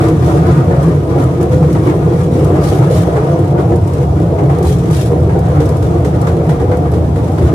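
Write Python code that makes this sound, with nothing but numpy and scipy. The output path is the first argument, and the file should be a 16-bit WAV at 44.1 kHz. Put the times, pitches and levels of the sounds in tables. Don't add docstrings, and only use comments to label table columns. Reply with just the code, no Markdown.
import sys
import numpy as np
from scipy import signal
from scipy.fft import rfft, irfft
from scipy.io import wavfile

SR = 44100
rng = np.random.default_rng(int(sys.argv[2]) if len(sys.argv) > 2 else 0)


def output_pcm(signal):
    pcm = np.clip(np.atleast_2d(signal).T, -1, 1) * 32767
    wavfile.write(sys.argv[1], SR, np.round(pcm).astype(np.int16))


N = 332514
TIME = np.arange(N) / SR
HZ = np.fft.rfftfreq(N, 1 / SR)

# f/Hz, density/dB
HISS_SPECTRUM = [(700, -20), (1500, 2.5), (2600, 5.5), (3400, 6.5), (4300, 2), (5300, 3), (7000, 3),
                 (10200, 0.7), (11500, -2), (13500, -6.5), (15500, -13)]


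def gain_of(db):
    return 10 ** (np.asarray(db) / 20)


def evened(x):
    return x / np.sqrt(np.mean(x ** 2) + 1e-20)


def read_gain(points):
    f, db = np.transpose(points)
    return gain_of(np.interp(np.log(HZ + 1), np.log(f + 1), db))


def levels(rows):
    s, *columns = np.transpose(rows)
    return [gain_of(np.interp(TIME, s, column)) for column in columns]


def resonances(modes, skirt):
    power = 0
    for f, width, db in modes:
        detuning = 2 * (HZ - f) / width
        power = power + gain_of(db) ** 2 / (1 + detuning ** 2 / skirt) ** skirt
    return np.sqrt(power)


def smooth(x, seconds):
    return irfft(rfft(x) * np.exp(-2 * (np.pi * HZ * seconds) ** 2), N)


def flutter(seconds, depth_db):
    return gain_of(depth_db * evened(smooth(rng.standard_normal(N), seconds)))


def noise():
    return rng.standard_normal((2, N))


def in_cabin(drive, colour):
    # f/Hz, side minus mid/dB
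    mic_spread = [(90, -47), (140, -51), (210, -5), (260, -7.5), (350, -15.5), (520, -15.5), (620, -7),
                  (770, 0), (980, -2), (1170, 0), (1650, 3), (2200, 0), (15000, 0)]
    # f/Hz, left minus right/dB
    mic_balance = [(450, 0), (750, .8), (1300, 2.3), (2400, 2), (4400, 1.2), (8000, 2), (15000, .5)]
    mid, side = rfft(drive)
    width = read_gain(mic_spread)
    lean = read_gain(mic_balance) ** .5
    left = (mid + width * side) * lean
    right = (mid - width * side) / lean
    pair = np.array([left, right]) / np.sqrt(1 + width ** 2)
    return irfft(pair * evened(colour), N)


def sustained(x, seconds):
    return x / np.sqrt(abs(smooth((x ** 2).mean(0), seconds)) + 1e-9)


def impacts(per_s, spread_db, ring_s):
    struck = rng.random(N) < per_s / SR
    size = gain_of(spread_db * np.minimum(rng.exponential(1, N), 3)) * struck
    power = signal.lfilter([1], [1, -np.exp(-1 / (ring_s * SR))], size ** 2)
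    return power / power.mean()


def crowded_modes(width_hz, depth_db):
    ripple = smooth(rng.standard_normal(N), seconds=width_hz * N / SR ** 2)[:len(HZ)]
    return gain_of(depth_db * evened(ripple))


def patchy(x, seconds, width_hz, depth_db):
    z = signal.stft(x, nperseg=2048, noverlap=1536)[2]
    frames = int(np.clip(seconds * SR / 512, 1, 60))
    bins = int(np.clip(width_hz * 2048 / SR, 1, 60))
    patch = np.outer(np.hanning(2 * bins + 1), np.hanning(2 * frames + 1))
    field = signal.fftconvolve(rng.standard_normal(z.shape[1:]), patch, "same")
    gain = evened(gain_of(depth_db * evened(field)))
    return signal.istft(z * gain, nperseg=2048, noverlap=1536)[1][:, :N]


def swell(start, hold_s, rise_s, fall_s):
    t = TIME - start
    return np.clip(t / rise_s, 0, 1) * np.exp(-np.clip((t - hold_s) / fall_s, 0, 20))


def blows(rows, spectrum, rise_s, crack_db, tail_db, tail_s, ring_db, ring_s):
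    power, rings = np.zeros(N), np.zeros((2, N))
    for s, db, t60, hz in rows:
        start = max(round(s * SR), 0)
        t = TIME[:N - start][:SR // 2]
        onset = gain_of(db) * (1 - np.exp(-t / rise_s))
        crack = gain_of(crack_db) * np.exp(-t / 0.00097)
        crash = gain_of(-60 * t / t60)
        echo = gain_of(tail_db - 60 * t / tail_s)
        power[start:start + len(t)] += (onset * (crack + crash + echo)) ** 2
        ratios = [1, *rng.uniform(0.68, 1.35, size=4)]
        for ratio, share in zip(ratios, [1.0, 0.22, 1.0, 0.39, 0.58]):
            mode = np.sin(2 * np.pi * (hz * ratio * t + rng.random((2, 1))))
            rings[:, start:start + len(t)] += share * onset * gain_of(ring_db - 60 * t / ring_s) * mode
    return in_cabin(noise() * np.sqrt(power), read_gain(spectrum)) + rings


def fitting_clicks():
    # t/s, level/dB, t60/s, ring f/Hz
    click_times = [(0.0844, -35, 0.077, 5700), (0.8294, -40, 0.07, 8340), (1.238, -36, .06, 7440),
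                   (1.4117, -38, 0.06, 6800), (1.4282, -33, 0.045, 9200), (1.728, -36, 0.07, 5860),
                   (2.4453, -35, 0.06, 9000), (3.7584, -36.5, 0.049, 9100), (3.8736, -40, 0.098, 5240),
                   (3.9344, -38, 0.07, 5830), (4.585, -37, 0.05, 11000), (4.627, -33, 0.077, 6440),
                   (4.9102, -35, 0.07, 9000), (5.39, -37, 0.054, 8930), (5.655, -35, 0.056, 5270),
                   (5.69, -35, 0.07, 5140), (5.7688, -38, 0.066, 5330), (6.2138, -34.5, 0.063, 5700),
                   (6.77, -39, 0.06, 9050), (6.9152, -38, 0.055, 5230)]
    # f/Hz, density/dB
    click_spectrum = [(700, -25), (2000, -1), (5000, 6), (9000, 7.5), (12000, 5.5), (15500, -7)]
    return blows(click_times, click_spectrum, rise_s=0.00033, crack_db=-6,
                 tail_db=-28, tail_s=0.18, ring_db=-11, ring_s=.1)


def steel_clanks():
    # t/s, level/dB, t60/s, ring f/Hz
    # three rows, at 6.27, 6.493 and 6.718 s, ring with the wheel knocks
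    clank_times = [(0.0094, -23, 0.21, 1370), (.835, -22, .15, 1050), (0.709, -19, 0.15, 1445),
                   (1.625, -19, 0.17, 1050), (1.7494, -18.5, 0.34, 980), (1.8687, -15, 0.18, 1096),
                   (2.556, -17.5, 0.14, 1280), (2.822, -18, 0.23, 1040), (3.1634, -16.5, 0.16, 1400),
                   (3.7174, -18.5, 0.14, 1280), (4.3844, -18, 0.24, 1110), (4.495, -17, 0.17, 1280),
                   (4.645, -20, 0.13, 1160), (4.902, -18.5, .14, 1210), (5.117, -21.5, 0.27, 933),
                   (5.2929, -19, 0.25, 1310), (6.27, -23, .12, 1490), (6.493, -23, .14, 1660),
                   (6.718, -21, .14, 1560), (7.184, -22, 0.1, 1150)]
    # f/Hz, density/dB
    clank_spectrum = [(150, -17), (500, 13), (800, 18), (1300, -2), (2000, 0.5), (3000, -13), (5000, -20),
                      (9000, -19), (15000, -40)]
    return blows(clank_times, clank_spectrum, rise_s=0.0012, crack_db=-3,
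                 tail_db=-17, tail_s=.3, ring_db=-9, ring_s=0.15)


def bursts():
    # start t/s, hold/s, chatter level/dB, hiss level/dB
    rattle_times = [(0.207, 0.076, -38, -47), (0.452, 0.13, -33.5, -50), (0.715, 0.037, -34, -59),
                    (0.809, 0.11, -34.5, -46), (1.176, 0.045, -33, -40.5), (1.394, .03, -35.5, -48),
                    (1.51, 0.035, -33.5, -41.5), (1.847, 0.077, -34, -50), (2.093, 0.051, -35, -52),
                    (2.33, 0.081, -35.5, -45), (3.15, 0.021, -35.5, -43), (3.572, 0.033, -32, -47),
                    (3.868, 0.17, -36.5, -48), (4.158, 0.077, -37, -53), (5.474, 0.14, -35, -50.5),
                    (6.592, 0.037, -32.5, -47), (7.41, 0.073, -37, -46)]
    power = np.zeros((2, N))
    for start, hold, *db in rattle_times:
        strength = swell(start, hold, rise_s=0.0092, fall_s=0.028)
        power += (gain_of(db)[:, None] * strength) ** 2
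    return np.sqrt(power)


def shaking(rattles):
    # t/s, chatter level/dB, hiss level/dB
    unrest = [(0, -22.5, -38), (.18, -34.5, -44.5), (.3, -30, -39.5), (.56, -30.5, -45.5), (.7, -33, -45),
              (1.04, -36.5, -49), (1.1, -32, -46), (1.4, -37.5, -48.5), (1.85, -30, -41), (2, -34, -46),
              (2.15, -33, -43), (2.3, -38.5, -47), (2.6, -30.5, -43.5), (2.9, -31.5, -45.5),
              (3.1, -31.5, -45), (3.3, -32.5, -45.5), (3.48, -37, -46.5), (3.55, -39, -54),
              (3.66, -34, -45.5), (3.82, -41, -49.5), (4.1, -40, -48), (4.6, -34.5, -48), (4.7, -37, -55),
              (4.85, -35.5, -43.5), (5.2, -38, -48.5), (5.4, -36, -47.5), (5.9, -36.5, -47),
              (6.35, -35, -47), (6.75, -37, -52.5), (7.3, -38.5, -47), (7.54, -35, -47)]
    restless = np.array(levels(unrest)) * flutter(seconds=0.017, depth_db=1.0)
    return np.hypot(restless, rattles)


def scraping():
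    # start t/s, hold/s, fall/s, level/dB
    strokes = [(2.597, 0.075, 0.15, -34), (2.893, 0.1, 0.053, -34.5), (4.624, 0.08, 0.057, -33),
               (4.894, 0.12, 0.068, -34.5)]
    return sum(gain_of(db) * swell(start, hold, rise_s=0.044, fall_s=fall)
               for start, hold, fall, db in strokes)


def loose_metal(rattles):
    # f/Hz, density/dB
    chatter_spectrum = [(300, -41), (600, -4), (900, 2), (1200, 2), (1450, -2), (1800, -6.5), (2150, -11),
                        (2600, -17), (3400, -19), (5000, -25), (10000, -49)]
    scrape_spectrum = [(700, -20), (1500, 9.5), (2600, 5.5), (3400, 8), (4500, 4.5), (7000, 4), (10200, 3),
                       (11500, -0.5), (13500, -3), (15500, -13)]
    # f/Hz, width/Hz, level/dB
    steel_modes = [(5730, 110, -1), (9000, 120, -6), (10200, 120, -7)]
    chatter_level, hiss_level = shaking(rattles)
    knocks = np.sqrt(0.35 + 0.55 * impacts(per_s=97, spread_db=2.0, ring_s=0.027))
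    grit = np.sqrt(0.55 + 0.38 * impacts(per_s=330, spread_db=3.3, ring_s=0.003))

    chatter_colour = read_gain(chatter_spectrum) * crowded_modes(width_hz=14, depth_db=1.7)
    chatter = in_cabin(noise() * knocks, chatter_colour)
    chatter = evened(patchy(chatter, seconds=.045, width_hz=95, depth_db=2.0))

    steel = (1 + 0.35 * resonances(steel_modes, skirt=1.3)) * crowded_modes(width_hz=14, depth_db=0.7)
    hiss = evened(in_cabin(noise() * grit, read_gain(HISS_SPECTRUM) * steel))
    scrape = evened(in_cabin(noise() * grit, read_gain(scrape_spectrum) * steel))
    scrape = scrape * flutter(seconds=0.004, depth_db=0.8)
    sliding = gain_of(3.0) * hiss_level * hiss + gain_of(3.0) * scraping() * scrape
    sliding = patchy(sliding, seconds=.04, width_hz=90, depth_db=2.5)
    return gain_of(3.5) * chatter_level * chatter + sliding


def clunks(rows):
    rise_s, t60_s = 0.008, 0.16
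    out = np.zeros((2, N))
    for s, hz, db in rows:
        start = round(s * SR)
        t = TIME[:N - start][:SR // 2]
        ring = (1 - np.exp(-t / rise_s)) * gain_of(db - 60 * t / t60_s)
        modes = [(1, 2), (rng.uniform(.72, .85), 1.1), (rng.uniform(1.12, 1.2), 1.1),
                 (rng.uniform(1.5, 1.9), .6)]
        for ratio, share in modes:
            phase = rng.random() + 0.072 * rng.standard_normal((2, 1))
            out[:, start:start + len(t)] += share * ring * np.sin(2 * np.pi * (hz * ratio * t + phase))
    return out


def panel_bumps():
    # t/s, ring f/Hz, level/dB
    bump_times = [(.195, 381, -21), (.348, 395, -15), (1.147, 454, -14.5), (1.685, 357, -19),
                  (1.893, 401, -24), (2.074, 405, -16.5), (2.488, 379, -12.5), (2.72, 380, -16),
                  (3.57, 355, -18), (3.715, 324, -13.5), (4.418, 334, -15), (5.116, 414, -16),
                  (5.353, 415, -11.5), (5.941, 465, -17), (6.612, 349, -17)]
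    return clunks(bump_times)


def wheel_knocks():
    # clunk f/Hz, clunk level/dB, crash level/dB, sizzle level/dB
    turns = [(461, -14, -24, -35.5), (424, -23, -33, -37), (416, -13.5, -24, -34), (449, -15.5, -21, -35),
             (466, -19, -22, -35), (491, -18, -23.5, -43), (432, -15.5, -29, -39), (468, -18.5, -29, -42),
             (471, -18, -26.5, -40.5)]
    # f/Hz, density/dB
    crash_spectrum = [(250, -12), (600, -7), (900, 8), (1300, 4.5), (1900, -0.5), (2600, -11.5),
                      (3600, -12), (5500, -20), (12000, -34)]
    first_s, turn_s = 5.6015, .2223
    crash_t60_s, sizzle_t60_s = 0.15, 0.3
    landings = first_s + turn_s * np.arange(len(turns))
    since = np.maximum(TIME - landings[:, None], 0)
    clunk_hz, clunk_db, crash_db, sizzle_db = np.transpose(turns)
    onset = 1 - np.exp(-since / 0.0013)
    crash_level = (onset * gain_of(crash_db[:, None] - 60 * since / crash_t60_s)).sum(0)
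    sizzle_fall = gain_of(sizzle_db[:, None] - 60 * since / sizzle_t60_s)
    sharp_start = 1 + .7 * np.exp(-since / .004)
    sizzle_level = (onset * sizzle_fall * sharp_start).sum(0)
    bounces = np.sqrt(0.63 + 0.47 * impacts(per_s=360, spread_db=-0.5, ring_s=.003))
    crash = crash_level * bounces * in_cabin(noise(), read_gain(crash_spectrum))
    sizzle = sizzle_level * in_cabin(noise(), read_gain(HISS_SPECTRUM))
    return clunks(zip(landings, clunk_hz, clunk_db)) + crash + sizzle


def groans():
    # middle t/s, length/s, f/Hz, upward glide/(octaves/s), level/dB
    groan_times = [(0.079, 0.21, 323, -0.25, -12), (0.05, 0.19, 710, 0.26, -22.5),
                   (0.335, 0.18, 319, -0.27, -16.5), (0.487, 0.12, 354, 0.24, -14.5),
                   (.7, 0.12, 472, 0.065, -19), (0.744, 0.21, 550, 0.02, -18.5),
                   (1.411, 0.16, 349, 0.28, -16), (1.56, .2, 506, 0.18, -16.5),
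                   (2.355, .18, 248, 0.4, -17.5), (2.408, .14, 299.6, .2, -19.5),
                   (2.531, .18, 310, 0.049, -16), (2.557, 0.19, 356, 0.52, -17),
                   (2.895, 0.085, 483, 0.05, -18), (2.971, 0.147, 621, 0.4, -22.5),
                   (3.34, .11, 506, 0.085, -19), (3.565, 0.32, 715, 0.02, -24.5),
                   (3.74, 0.15, 473, -0.018, -16.5), (5.146, 0.16, 482, 0.29, -18),
                   (6.755, 0.12, 500, 0.34, -16)]
    out = np.zeros(N)
    waver = flutter(seconds=0.0041, depth_db=0.05)
    for s, length, hz, glide, db in groan_times:
        on = abs(TIME - s) < length / 2
        t = TIME[on] - s
        turns = np.cumsum(hz * 2 ** (glide * t) * waver[on]) / SR
        arch = np.cos(np.pi * t / length)
        out[on] += gain_of(db) * np.sqrt(2) * arch * np.sin(2 * np.pi * turns)
    return out


def jolts():
    # peak t/s, f/Hz, level/dB
    jolt_times = [(.139, 156.3, -7.5), (.237, 130, -5.5), (.252, 81.8, -9), (.381, 148.4, -5.5),
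                  (.502, 90.8, -13), (0.526, 128.1, -7.5), (.603, 138.6, -5.5), (.674, 95.8, -14),
                  (.69, 164.8, -15), (0.804, 148.2, -8), (.885, 162.9, -7), (.971, 143.3, -8.5),
                  (1.169, 130.7, -8), (1.268, 136, -6.5), (1.567, 98.3, -12), (1.638, 154.3, -8),
                  (1.753, 148, -11), (2.053, 158.2, -9), (2.444, 141.9, -14), (2.607, 135.4, -10.5),
                  (2.708, 89, -14), (2.821, 140, -8), (2.892, 160, -12.5), (2.982, 90, -10),
                  (3.083, 138.8, -10), (3.31, 141.9, -9), (3.452, 92, -12), (3.496, 137.6, -10.5),
                  (3.838, 89.5, -14), (4.015, 132.9, -10), (4.45, 142.6, -8.5), (4.519, 139, -8.5),
                  (4.687, 82, -10), (4.729, 135.2, -11), (4.919, 152.5, -7.5), (4.988, 83.2, -13),
                  (5.225, 87.6, -16), (5.586, 142.9, -11.5), (5.805, 90.8, -13), (6.019, 87.8, -10),
                  (6.319, 91, -14), (6.507, 148.7, -7), (6.695, 88, -7.5), (7.003, 80, -17),
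                  (7.137, 88.4, -9), (7.455, 73.8, -9.5)]
    spread_s, sag = 0.024, 1.24
    out = np.zeros(N)
    waver = flutter(seconds=0.0064, depth_db=0.6)
    for (s, hz, db), phase in zip(jolt_times, rng.random(len(jolt_times))):
        near = abs(TIME - s) < 4 * spread_s
        t = TIME[near] - s
        turns = phase + np.cumsum(hz * 2 ** (-sag * t) * waver[near]) / SR
        bell = np.exp(-.5 * (t / spread_s) ** 2)
        out[near] += gain_of(db) * np.sqrt(2) * bell * np.sin(2 * np.pi * turns)
    return out


def rolling(rattle_level):
    # f/Hz, width/Hz, level/dB
    body_modes = [(71, 4.4, 1.5), (80.9, 9.7, 0.5), (99.7, 18.4, -0.5), (113, 23, -5.5)]
    air_modes = [(132.2, 25, -1), (148, 27, -3), (164, 12, -3), (172.5, 2.9, 1.5)]
    panel_modes = [(299.8, 9.5, 0.5), (321.3, 17, -1.5), (346.5, 4.7, 3.5), (367, 16, -5.5), (417, 40, -5),
                   (462.6, 8.6, -0.5), (494, 36.5, -4.5)]
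    plate_modes = [(570, 23, -4.5), (590, 32, -5), (614, 18, -4), (644, 11.4, -2.5), (675, 18, -0.5),
                   (710, 14.3, -0.5), (746, 25, -2.5), (788, 42, -10), (825, 15.5, -5.5), (904, 26, -14),
                   (934, 18, -9), (1010, 18, -11.5)]
    floor_modes = [(255.5, 33, 0)]
    # t/s, body thud/dB, cabin boom/dB, panel drone/dB
    rumble = [(0, -17, -15, -16), (.3, -18, -15, -16.5), (.6, -19, -13.5, -19), (.85, -19.5, -13.5, -20),
              (1.05, -20, -19, -18), (1.5, -19, -16, -17), (2.22, -19.5, -14.5, -18),
              (2.55, -17, -12.5, -15.5), (2.85, -21, -16.5, -17), (3.25, -22.5, -17, -15.5),
              (3.85, -15.5, -16, -20), (4.45, -19.5, -16.5, -17), (4.9, -19, -15.5, -19),
              (5.25, -15.5, -14.5, -18.5), (5.75, -16.5, -17, -19.5), (6.15, -19.5, -16, -18),
              (6.6, -17, -17.5, -19), (7.28, -18.5, -16, -22), (7.54, -15, -12.5, -15.5)]
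    # t/s, level/dB
    plate_ring = [(0, -22), (.19, -30), (.35, -22), (.52, -28), (.75, -23), (1, -30.5), (1.16, -23),
                  (1.34, -28), (1.55, -25.5), (1.7, -32.5), (1.9, -25.5), (2.32, -28), (2.5, -24), (3, -25),
                  (3.26, -21), (3.46, -26.5), (3.62, -23.5), (3.8, -27.5), (4, -25.5), (4.16, -27),
                  (4.4, -23), (4.76, -30), (5, -26), (5.55, -25), (5.85, -26.5), (6.2, -24.5), (6.62, -25),
                  (7.54, -26.5)]
    floor_drone = [(0, -23.5), (2.5, -28), (2.8, -31), (5.15, -30.5), (7.54, -23.5)]

    thud_level, boom_level, drone_level = levels(rumble)
    thud_level = thud_level * flutter(seconds=0.029, depth_db=1.35)
    boom_level = boom_level * flutter(seconds=0.078, depth_db=1.5)
    drone_level = np.hypot(drone_level, gain_of(15) * rattle_level)

    low_cut = 1 / np.sqrt(1 + (54 / (HZ + 1)) ** 8)
    thud = sustained(in_cabin(noise(), resonances(body_modes, skirt=1.38) * low_cut), seconds=0.019)
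    boom = sustained(in_cabin(noise(), resonances(air_modes, skirt=1.43) * low_cut), seconds=0.035)
    drone = sustained(in_cabin(noise(), resonances(panel_modes, skirt=1.36) * low_cut), seconds=0.057)
    plates = sustained(in_cabin(noise(), resonances(plate_modes, skirt=1.37) * low_cut), seconds=0.098)
    floor = sustained(in_cabin(noise(), resonances(floor_modes, skirt=0.95)), seconds=0.063)

    judder = np.sqrt(0.62 + 0.57 * impacts(per_s=110, spread_db=2.0, ring_s=0.016))
    walls = gain_of(-0.23) * drone_level * drone + gain_of(1.0) * levels(plate_ring)[0] * plates
    walls = patchy(walls, seconds=.09, width_hz=45, depth_db=2.4)
    deep = gain_of(2.16) * thud_level * thud + gain_of(1.0) * boom_level * boom
    return deep + (walls + levels(floor_drone)[0] * floor) * judder


def scene():
    clicks_and_clanks = gain_of(1.5) * fitting_clicks() + gain_of(-2.5) * steel_clanks()
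    rattles = bursts()
    car = rolling(rattles[0]) + gain_of(-0.5) * jolts() + gain_of(1.0) * panel_bumps()
    wheels = gain_of(-1.5) * groans() + wheel_knocks()
    return car + wheels + loose_metal(rattles) + clicks_and_clanks


def record(dry):
    knee, edge_hz = 12, 15400
    rounded = dry / (1 + abs(dry) ** knee) ** (1 / knee)
    low_pass = signal.firwin(511, edge_hz, window=("kaiser", 9), fs=SR)
    return signal.oaconvolve(rounded, low_pass[None], "same")


dry = scene()
out = record(dry)
output_pcm(out)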